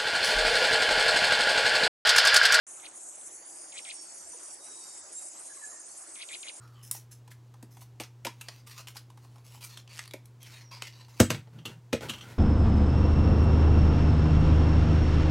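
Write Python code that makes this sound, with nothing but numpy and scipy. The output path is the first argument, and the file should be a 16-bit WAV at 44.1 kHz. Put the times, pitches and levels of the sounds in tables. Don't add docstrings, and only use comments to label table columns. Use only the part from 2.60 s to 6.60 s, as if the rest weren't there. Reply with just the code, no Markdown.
import sys
import numpy as np
from scipy import signal
from scipy.fft import rfft, irfft
from scipy.io import wavfile

SR = 44100
rng = np.random.default_rng(int(sys.argv[2]) if len(sys.argv) > 2 else 0)


def wav_out(sig):
    wavfile.write(sys.argv[1], SR, np.round(np.clip(np.atleast_2d(sig).T, -1, 1) * 32767).astype(np.int16))


N = 176400
T = np.arange(N) / SR
FREQS = np.maximum(np.arange(N // 2 + 1) * SR / N, 1)
FOREST_T60_S, LEAF_T60_S = 1, 0.049


# start in seconds, time of the upward flick in seconds,
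# then the levels of the opening, the flick and the rasp in dB, before the throat colours them.
CHIRPS = [(0.195, 0.26, -57.5, -47.5, -80), (1.119, 1.184, -51, -43, -59),
          (1.247, 1.307, -46.5, -42.5, -54), (3.5523, 3.623, -50.5, -42.5, -58),
          (3.685, 3.7452, -45.5, -42, -51), (3.827, 3.889, -44, -42.5, -59)]

def scolding_bird():
    low_hz, swoop_hz, swoop_s = 2125, 6300, 0.0028
    flick_hz, flick_s, sag_hz_per_s = 3063, 0.0036, 32700
    attack_s, opening_s, swell_s, hold_s, release_s = 0.002, 0.014, 0.017, 0.0087, 0.0026
    pulses_per_s, rasp_hz, second_voice_offset_hz = 190, 158, 1320
    throat_hz, throat_width_hz, throat_db = 3650, 750, 3.5
    out = np.zeros(N)
    for start, flick_at, opening_db, flick_db, rasp_db in CHIRPS:
        t, since_flick = np.maximum(T - start, 0), T - flick_at
        hz = low_hz + swoop_hz * np.exp(-t / swoop_s)
        hz += flick_hz / (1 + (since_flick / flick_s) ** 2)
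        hz -= sag_hz_per_s * np.clip(since_flick, 0, 2 * hold_s)
        opening = from_db(opening_db) * np.exp(-(t / opening_s) ** 2)
        swell = from_db(flick_db) * np.exp(np.minimum(since_flick + flick_s, 0) / swell_s)
        rasp = np.clip(t / opening_s - .5, 0, 1) * np.clip(-since_flick / (2 * flick_s) - .5, 0, 1)
        level = np.sqrt(opening ** 2 + swell ** 2 + (rasp * from_db(rasp_db)) ** 2)
        level *= np.minimum(t / attack_s, 1) * np.exp(-np.maximum(since_flick - hold_s, 0) / release_s)
        level *= from_db(-0.008 * np.clip(hz - 4300, 0, 4300))
        level *= from_db(throat_db * np.exp(-((hz - throat_hz) / throat_width_hz) ** 2))
        phase = phase_of(hz + rasp * rasp_hz * drift(500))
        second_phase = phase + phase_of(np.full(N, second_voice_offset_hz))
        second_voice = 0.71 * rasp * drift(400) * np.sin(second_phase)
        pulses = np.sin(phase_of(pulses_per_s * (1 + 0.3 * drift(pulses_per_s))))
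        first_voice = (1 - 0.26 * rasp + 0.79 * rasp * pulses) * np.sin(phase)
        octave = from_db(-15) * np.sin(2 * phase)
        out += np.sqrt(2) * level * (first_voice + second_voice + octave)
    return out


# start in seconds, length in seconds, first and last centre pitch
# in Hz, wobble depth in Hz, level in dB.
THIN_CALLS = [(2.546, 0.061, 7430, 7600, 520, -40.5), (3.044, 0.048, 6900, 7700, 1110, -46)]

def thin_calls():
    wobbles_per_call, wobble_decay_s = 2.54, 0.013
    out = np.zeros(N)
    for start, length, first_hz, last_hz, wobble_hz, db in THIN_CALLS:
        progress = np.clip((T - start) / length, 0, 1)
        climb = first_hz + (last_hz - first_hz) * progress ** 1.12
        depth = wobble_hz * np.exp(-progress * length / wobble_decay_s)
        wobble = depth * np.cos(2 * np.pi * wobbles_per_call * progress)
        envelope = np.sqrt(2 * np.abs(np.sin(np.pi * progress ** 0.87)))
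        out += from_db(db) * envelope * np.sin(phase_of(climb + wobble))
    return out


# start in seconds, pitch in Hz, level in dB,
# seconds to ring down by 60 dB.
LEAF_TAPS = [(0.613, 3580, -41, 0.0035), (1.733, 970, -51, 0.079), (1.745, 485, -48.5, 0.078),
             (1.882, 600, -55.5, 0.11), (2.107, 424, -55.5, 0.11), (2.475, 810, -52, 0.064)]

def leaf_taps():
    rise_cycles = 1.5
    out = np.zeros(N)
    for start, hz, db, t60 in LEAF_TAPS:
        t = np.maximum(T - start, 0)
        rise = np.minimum(t * hz / rise_cycles, 1)
        ring = from_db(db - np.minimum(60 * t / t60, 200))
        out += rise * ring * np.sin(2 * np.pi * hz * t)
    return out


# start in seconds, length in seconds, pitch in Hz, glide in Hz, level in dB.
WHISTLES = [(.72, .16, 4480, 40, -68.5), (.8, .32, 4860, -180, -64.5), (.93, .12, 5250, -200, -63),
            (1.14, .18, 5650, -200, -59.5), (1.34, .1, 5520, 0, -53), (1.2, .45, 4590, -40, -66),
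            (1.52, .13, 5900, 40, -55.5), (1.69, .1, 6020, -50, -53.5), (1.62, .42, 4750, 0, -67),
            (1.82, .13, 5950, -280, -55.5), (2.02, .14, 5800, -180, -56), (1.99, .24, 3790, 20, -63),
            (2.15, .28, 3760, -80, -66), (2.16, .2, 4620, 60, -63), (2.17, .24, 5680, -180, -58.5),
            (2.56, .05, 3740, 90, -64), (2.72, .4, 4000, 60, -69.5), (3.27, .08, 4150, 550, -66),
            (3.43, .08, 4050, 500, -70)]
HOOTS = [(2.895, 0.034, 1715, -46, -53), (3.025, 0.044, 1734, -34, -55), (2.965, 0.0576, 1147, -240, -59.5),
         (2.97, 0.062, 2120, -400, -62.5), (3.10, 0.037, 1546, -570, -62), (3.11, 0.089, 1870, -86, -65)]

def far_birds(notes, blur_hz, waver_hz):
    steady = 0.23
    waver = waver_hz * drift(19)
    smear = np.sqrt(2 * steady) + np.sqrt(1 - steady) * (drift(blur_hz) + 1j * drift(blur_hz))
    out = np.zeros(N)
    for start, length, hz, glide_hz, db in notes:
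        progress = np.clip((T - start) / length, 0, 1)
        envelope = 2 * np.sqrt(progress * (1 - progress))
        phase = phase_of(hz + glide_hz * progress + waver)
        out += from_db(db) * envelope * np.real(smear * np.exp(1j * phase))
    return out


# frequency in Hz, relative level in dB.
INSECT_SPECTRUM = [(4000, -30), (5000, -24), (5600, -10.5), (6100, -4.5), (6750, -2), (7800, 0.5),
                   (8500, 0.5), (9300, 4), (9900, -2), (10500, -4), (11000, -12.5), (11400, -13),
                   (12000, -43)]
# frequency in Hz,
# depth in dB.
TREBLE_DROPOUTS = [(5500, 0.5), (6700, 4), (7500, 9), (8600, 36), (10000, 33), (11500, 37)]
# pitch in Hz, half-width in Hz, level in dB before the swell.
SHRILL_INSECTS = [(6700, 35, -61), (8330, 120, -58), (9290, 100, -59)]
# time in seconds, gain in dB.
INSECT_SWELL = [(0.1, 0.66), (.33, -1.9), (.45, 0.25), (.85, -0.88), (1.25, 1), (1.6, -0.13), (1.8, -0.67),
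                (2.3, 0.16), (2.7, -0.46), (3.1, 0.59), (3.5, -0.081), (3.63, -1.1), (4, -1.8)]

def insects():
    dropout_rate_hz, throb_hz, throb_db, sizzle_hz = 8, 8, 5.5, 48
    centres = np.linspace(5000, 12000, num=16)
    chorus = from_db(-46.5) * flickering_noise(
        INSECT_SPECTRUM, TREBLE_DROPOUTS, centres, dropout_rate_hz, shared_db=1.0, ceiling=0.2)
    for hz, half_width_hz, db in SHRILL_INSECTS:
        voice = noise_band(hz, half_width_hz)
        throb = from_db(throb_db * np.minimum(drift(throb_hz), 1))
        chorus += from_db(db) * rms_one(voice * throb)
    swell_db, sizzle_db = at_times(INSECT_SWELL), drift(sizzle_hz)
    return pan(chorus * from_db(swell_db + sizzle_db), right_db=0.3)


# frequency in Hz, relative level in dB.
RUSH_SPECTRUM = [(25, -42), (45, -20), (75, -16.5), (110, -19), (180, -10.5), (270, -8), (325, 3.5),
                 (390, -1.5), (440, -5.5), (630, 2), (900, -1.5), (1400, -4), (2200, -9), (3300, -13.5),
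                 (4800, -16), (9000, -40)]
# frequency in Hz, flicker depth in dB.
RUSH_FLICKER = [(80, 2.8), (500, 3.1), (2000, 3.1), (4500, 4.2)]

def rush():
    centres = np.geomspace(60, 4500, num=16)
    bed = flickering_noise(RUSH_SPECTRUM, RUSH_FLICKER, centres, 12.2, shared_db=-0.8, ceiling=1.2)
    return pan(from_db(-58.5) * bed, right_db=-0.1)


# time in seconds, level in dB.
FAR_SONG_LEVEL = [(0, -95), (.7, -99), (1.0, -63.5), (1.9, -64), (2.3, -59.5), (2.8, -63.5), (3.4, -64),
                  (4, -65)]

def far_song():
    return from_db(at_times(FAR_SONG_LEVEL)) * noise_band(5100, half_width_hz=650)


# time of the peak in seconds, half length in seconds, level in dB.
BUMPS = [(0.199, 0.036, -84), (1.677, 0.047, -70), (2.433, 0.11, -81.5)]

def bumps():
    swells = sum(from_db(db) * np.exp(-((T - peak) / half) ** 2) for peak, half, db in BUMPS)
    return swells * noise_band(81, half_width_hz=20)


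# frequency in Hz, left-right likeness (1 is mono).
STEREO_LIKENESS = [(60, .93), (190, 0.93), (350, 0.89), (620, 0.58), (1120, 0.22), (2500, 0.57),
                   (4500, 0.27), (6200, 0.8), (6800, 0.74), (7600, 0.81), (8500, 0.28), (10000, 0.22),
                   (11500, 0.53)]

def diffuse_spectrum():
    mid, side = rfft(rng.standard_normal((2, N)))
    alike = at_hz(STEREO_LIKENESS, FREQS)
    return np.sqrt(1 + alike) * mid + np.sqrt(1 - alike) * side * np.array([[1], [-1]])


def noise_band(hz, half_width_hz):
    return rms_one(irfft(diffuse_spectrum() / (1 + ((FREQS - hz) / half_width_hz) ** 4), N))


def flickering_noise(spectrum, flicker, centres, rate_hz, shared_db, ceiling):
    noise = diffuse_spectrum() * from_db(at_hz(spectrum, FREQS))
    together_db = shared_db * drift(rate_hz)
    out = 0
    for hz, selector in zip(centres, np.eye(len(centres))):
        band = irfft(noise * np.interp(FREQS, centres, selector), N)
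        own_db = at_hz(flicker, hz) * np.minimum(drift(rate_hz), ceiling)
        out = out + band * rms_one(from_db(own_db + together_db))
    return rms_one(out)


def echoes(x, t60):
    t, build_s = T[:SR], 0.0053
    tail = rng.standard_normal((2, SR)) * from_db(-60 * t / t60) * (1 - np.exp(-t / build_s))
    tail /= np.sqrt(np.sum(tail ** 2, axis=1, keepdims=True))
    return signal.fftconvolve(x[None], tail, axes=1)[:, :N]


def nearby(x, right_db):
    left_lag_s = 0.00007
    direct = np.array([np.interp(T - left_lag_s, T, x), x])
    leaves = from_db(-7.5) * echoes(x, LEAF_T60_S)
    return pan(direct + leaves, right_db) + from_db(-16) * echoes(x, FOREST_T60_S)


def distant(x, wet, right_db):
    return pan(np.sqrt(1 - wet ** 2) * x + wet * echoes(x, FOREST_T60_S), right_db)


def pan(x, right_db):
    return x * from_db(np.array([[-right_db], [right_db]]) / 2)


def drift(rate_hz):
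    return rms_one(irfft(rfft(rng.standard_normal(N)) / (1 + (FREQS / rate_hz) ** 2), N))


def phase_of(hz):
    return 2 * np.pi * np.cumsum(hz) / SR


def at_hz(points, hz):
    freqs, values = np.transpose(points)
    return np.interp(np.log(hz), np.log(freqs), values)


def at_times(points):
    return np.interp(T, *np.transpose(points))


def from_db(db):
    return 10 ** (np.asarray(db) / 20)


def rms_one(x):
    return x / np.sqrt(np.mean(x ** 2) + 1e-20)


def scene():
    scolding = nearby(scolding_bird(), right_db=-1.5)
    calls = distant(thin_calls(), wet=0.26, right_db=4.5)
    drops = distant(leaf_taps(), wet=0.11, right_db=8.0)
    hoots = distant(far_birds(HOOTS, blur_hz=39.8, waver_hz=14.1), wet=0.35, right_db=16.0)
    whistles = distant(far_birds(WHISTLES, blur_hz=62, waver_hz=41.4), wet=0.6, right_db=5.5)
    ambience = far_song() + insects() + rush() + bumps()
    return scolding + calls + drops + hoots + whistles + ambience


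def record(dry):
    start_s, fade_s, cutoff_hz = 0.0665, 0.001, 12200
    opened = dry * np.clip((T - start_s) / fade_s, 0, 1)
    return signal.sosfilt(signal.ellip(12, .1, 80, cutoff_hz, fs=SR, output="sos"), opened)


dry = scene()
out = record(dry)
wav_out(out)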